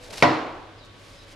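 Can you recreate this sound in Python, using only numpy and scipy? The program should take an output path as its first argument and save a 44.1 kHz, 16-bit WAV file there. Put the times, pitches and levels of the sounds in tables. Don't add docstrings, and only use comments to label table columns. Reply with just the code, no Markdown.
import sys
import numpy as np
from scipy import signal
from scipy.fft import rfft, irfft
from scipy.io import wavfile

SR = 44100
rng = np.random.default_rng(int(sys.argv[2]) if len(sys.argv) > 2 else 0)


def to_wav(s):
    ch = np.atleast_2d(s).T
    pcm = np.round(np.clip(ch, -1, 1) * 32767)
    wavfile.write(sys.argv[1], SR, pcm.astype(np.int16))


N = 59535
T = np.arange(N) / SR
F = np.maximum(np.arange(N // 2 + 1) * SR / N, 1)
KNOCK_S = 0.2245


# delay in seconds, level in dB, width of the push in seconds.
EDGE_CONTACTS = [(0, -1, 0.00024), (.0009, -4.5, 0.0001)]
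# pitch in Hz, relative level in dB, T60 in seconds.
SHELL_MODES = [(547, 0.5, 0.033), (1004, -5.5, 0.02), (1310, -19, 0.013), (2300, -6, 0.011),
               (2780, -4, 0.0081), (3980, -3, 0.01), (4600, -3.5, 0.0041)]
# delay in seconds, level in dB, left over right in dB.
NEAR_ECHOES = [(.0042, -10.5, -6.5), (.0075, -19, -6), (0.0109, -14.5, 3), (0.017, -20, -4)]

def knock(level_db=-1, crack_db=1.5, crack_hz=4950, radiate_hz=270):
    push = sum(undb(db) * delay(T * np.exp(-4 * T / width) * (4 / width) ** 2 / SR, lag)
               for lag, db, width in EDGE_CONTACTS)
    body = sum(undb(db) * np.sin(2 * np.pi * hz * T) * fade(T, t60) for hz, db, t60 in SHELL_MODES)
    noise = unit(irfft(rfft(rng.standard_normal(N)) / (1 + (F / crack_hz) ** 2), N))
    crack = undb(crack_db) * noise / 2 * fade(T, t60=0.017)
    hit = undb(level_db) * through(body + crack, push)[0]
    hit = signal.sosfilt(signal.butter(3, radiate_hz, "high", fs=SR, output="sos"), hit)
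    echoes = sum(delay(hit, KNOCK_S + lag) * undb(db) * pan(left_db) for lag, db, left_db in NEAR_ECHOES)
    return delay(hit, KNOCK_S) + echoes


# pitch in Hz, level in dB, T60 in seconds.
FLOOR_AND_ROOM_MODES = [(97.5, -19.5, 0.27), (115, -20.5, .18), (136.4, -27.5, 0.42), (255.8, -19.5, 0.37),
                        (282, -21.5, 0.47), (314.8, -20, 0.75), (448.2, -24.5, 0.64), (498, -46, 0.34),
                        (586, -15, 0.24), (702.3, -13.5, 0.31), (736, -27, 0.83), (816, -53, 0.52),
                        (920, -16.5, 0.16), (981, -20, 0.38), (1078, -19.5, 0.48), (1183, -26.5, 0.48),
                        (1332, -22, 0.2), (1912, -20.5, 0.19), (2205, -26, 0.15)]

def rings(rise_cycles=1.86):
    age = np.maximum(T - KNOCK_S, 0)
    out = 0
    for hz, db, t60 in FLOOR_AND_ROOM_MODES:
        phase = 0.47 * rng.standard_normal((2, 1)) * hz / 700
        rise = 1 - np.exp(-age * hz / rise_cycles)
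        out += undb(db) * np.sin(2 * np.pi * hz * age + phase) * rise * fade(age, t60)
    return out


# frequency in Hz, starting level in dB per octave, T60 in seconds.
ROOM_TAIL = [(60, -64, 0.51), (107, -27.5, 0.26), (165, -33.5, 0.83), (211, -30, 0.6), (313, -24, 1),
             (380, -28.5, 0.94), (495, -25.5, 0.99), (1130, -20, 0.9), (1510, -27, 0.92), (2040, -23, 0.71),
             (2960, -33, 0.89), (4410, -28.5, 0.59), (7300, -46.5, 0.73), (10500, -52, 0.44),
             (12500, -82, .3)]
# frequency in Hz, side against mid in dB.
TAIL_WIDTH = [(60, -20), (110, -18), (190, -10), (350, -11), (630, -11), (1140, -6), (2060, -7.5),
              (3700, -8.5), (6680, -4.5), (12000, 0)]

def reverberation(early_db=10.5, band_octaves=1 / 3):
    age = np.maximum(T - KNOCK_S, 0)
    spectrum = rfft(diffuse(rng.standard_normal((2, N)), TAIL_WIDTH))
    early = undb(early_db) * fade(age, t60=0.1)
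    out = 0
    for hz in 50 * 2 ** np.arange(0, 8.1, band_octaves):
        offset = np.clip(np.log2(F / hz) / band_octaves, -1, 1)
        band = unit(irfft(spectrum * np.cos(np.pi / 2 * offset) ** 2, N))
        rise = 1 - np.exp(-age / (0.0036 + 1.27 / hz))
        tail = fade(age, t60=at(hz, ROOM_TAIL, column=2))
        gain = undb(at(hz, ROOM_TAIL)) * np.sqrt(band_octaves)
        out += gain * band * rise * np.hypot(early, tail)
    return out * pan(left_db=-0.5)


# loudest moment in seconds, length in seconds, level in dB.
CLAW_AND_MESH_SCRAPES = [(.055, 0.064, -47), (.109, .008, -41), (.138, 0.019, -37.5), (.16, 0.011, -42),
                         (.181, 0.017, -35), (.21, .035, -39.5), (.856, 0.025, -57), (1.1, 0.19, -53),
                         (1.238, 0.02, -59), (1.29, .03, -55.5), (1.325, 0.023, -49.5)]
DRAGS_AND_FOOT_BUMP = [(.06, 0.27, -59), (.132, 0.013, -41), (.16, 0.13, -49.5)]
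# frequency in Hz, relative level in dB.
SCRAPE_SPECTRUM = [(200, 0), (800, 1), (1300, -2), (1800, 1.5), (2550, 1), (3400, 0), (4900, 1),
                   (7000, -5.5), (10000, -11), (12500, -15.5)]
SHUFFLE_SPECTRUM = [(60, -38), (200, -11), (330, -11), (420, -3), (510, -5.5), (610, -3), (790, -7),
                    (1000, -13), (1400, -26), (3000, -37)]
# frequency in Hz, side against mid in dB.
CLOSE_WIDTH = [(60, -17), (110, -8), (190, -14), (350, -7), (630, -11.5), (1140, -8), (2060, -11),
               (3700, -12), (6680, -9), (12000, -0.5)]

def friction(movements, spectrum, slips_per_s=8300):
    slips = (rng.random((2, N)) < slips_per_s / SR) * rng.standard_normal((2, N))
    envelope = sum(swell(peak_s, length, db) for peak_s, length, db in movements)
    return colour(diffuse(slips, CLOSE_WIDTH), spectrum) * envelope


# start in seconds, length in seconds, level in dB, first and last pitch in Hz.
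FAR_WHISTLES = [(0.76, .12, -52.5, 5300, 3720), (1.143, 0.072, -57.5, 5240, 5130),
                (1.168, 0.07, -55, 4120, 3830)]
# frequency in Hz, side against mid in dB.
DISTANT_WIDTH = [(60, -17), (110, -10), (190, -7), (350, -6), (630, -7.5), (1140, -1.5), (2060, -3),
                 (3700, -3.5), (6680, -3.5), (12000, 2.5)]

def chirps(warble=0.022):
    out = 0
    for start, length, db, from_hz, to_hz in FAR_WHISTLES:
        progress = np.clip((T - start) / length, 0, 1)
        glide_hz = to_hz + (from_hz - to_hz) * np.exp(-(progress / 0.27) ** 2)
        envelope = np.sqrt(2 * np.abs(np.sin(np.pi * progress)))
        call = sine(glide_hz * (1 + warble * wander(rate_hz=244.7))) * envelope
        room = diffuse(rng.standard_normal((2, N)), DISTANT_WIDTH) * fade(T, t60=0.31)
        out += undb(db) * through(call, unit(room) / np.sqrt(N))
    return out


# frequency in Hz, relative level in dB.
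HISS_SPECTRUM = [(15, -32), (25, 4), (59, -8.5), (97, -4), (240, -13), (273, -8), (404, -12.5), (537, -9.5),
                 (697, -16), (1110, -17), (1730, -19), (3680, -20.5), (12500, -47), (16200, -77),
                 (22000, -120)]
# pitch in Hz, level in dB, loudest moment and length in seconds.
FAINT_TONES = [(496, -52, .04, 0.14), (1535, -62, 0.064, 0.14), (562, -62.5, 1.18, 0.37),
               (1120, -63.5, 0.73, 1), (1536, -68, 1.02, 1)]

def room_tone(hiss_db=-49, hum_db=-54.5, hum_hz=102.6):
    hiss = colour(diffuse(rng.standard_normal((2, N)), DISTANT_WIDTH), HISS_SPECTRUM)
    hum = sine(hum_hz * (1 + 0.053 * wander(rate_hz=15.3)))
    hum *= 1 + 0.45 * wander(rate_hz=36)
    tones = sum(unit(np.sin(2 * np.pi * hz * T + 0.22 * wander(rate_hz=23))) * swell(peak_s, length, db)
                for hz, db, peak_s, length in FAINT_TONES)
    return undb(hiss_db) * hiss + undb(hum_db) * unit(hum) + tones


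def undb(db):
    return 10 ** (np.asarray(db) / 20)


def unit(x):
    return x / np.sqrt(np.mean(x ** 2))


def at(hz, table, column=1):
    points = np.array(table, float)
    return np.interp(np.log(hz), np.log(points[:, 0]), points[:, column])


def colour(x, spectrum):
    return unit(irfft(rfft(x) * undb(at(F, spectrum)), N))


def fade(age, t60):
    return np.exp(-np.log(1000) * age / t60)


def swell(peak_s, length, db):
    return undb(db) * np.exp(-2 * ((T - peak_s) / length) ** 2)


def through(x, response):
    return signal.fftconvolve(np.atleast_2d(x), np.atleast_2d(response), axes=-1)[:, :N]


def delay(x, seconds):
    return np.interp(T - seconds, T, x, left=0)


def sine(hz):
    return np.sin(2 * np.pi * np.cumsum(hz) / SR)


def wander(rate_hz):
    return unit(irfft(rfft(rng.standard_normal(N)) * np.exp(-(F / rate_hz) ** 2), N))


def pan(left_db):
    return undb([[left_db / 2], [-left_db / 2]])


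def diffuse(pair, width):
    side = irfft(rfft(pair[1]) * undb(at(F, width)), N)
    return pair[0] + side * np.array([[1], [-1]])


def scene():
    bump = knock() + rings() + reverberation()
    scrapes = friction(CLAW_AND_MESH_SCRAPES, SCRAPE_SPECTRUM)
    shuffle = friction(DRAGS_AND_FOOT_BUMP, SHUFFLE_SPECTRUM)
    return bump + scrapes + shuffle + chirps() + room_tone()


def record(dry):
    lowpass = signal.ellip(8, 0.2, 70, 12300, fs=SR, output="sos")
    return signal.sosfilt(lowpass, np.clip(dry, -1, 1))


dry = scene()
out = record(dry)
to_wav(out)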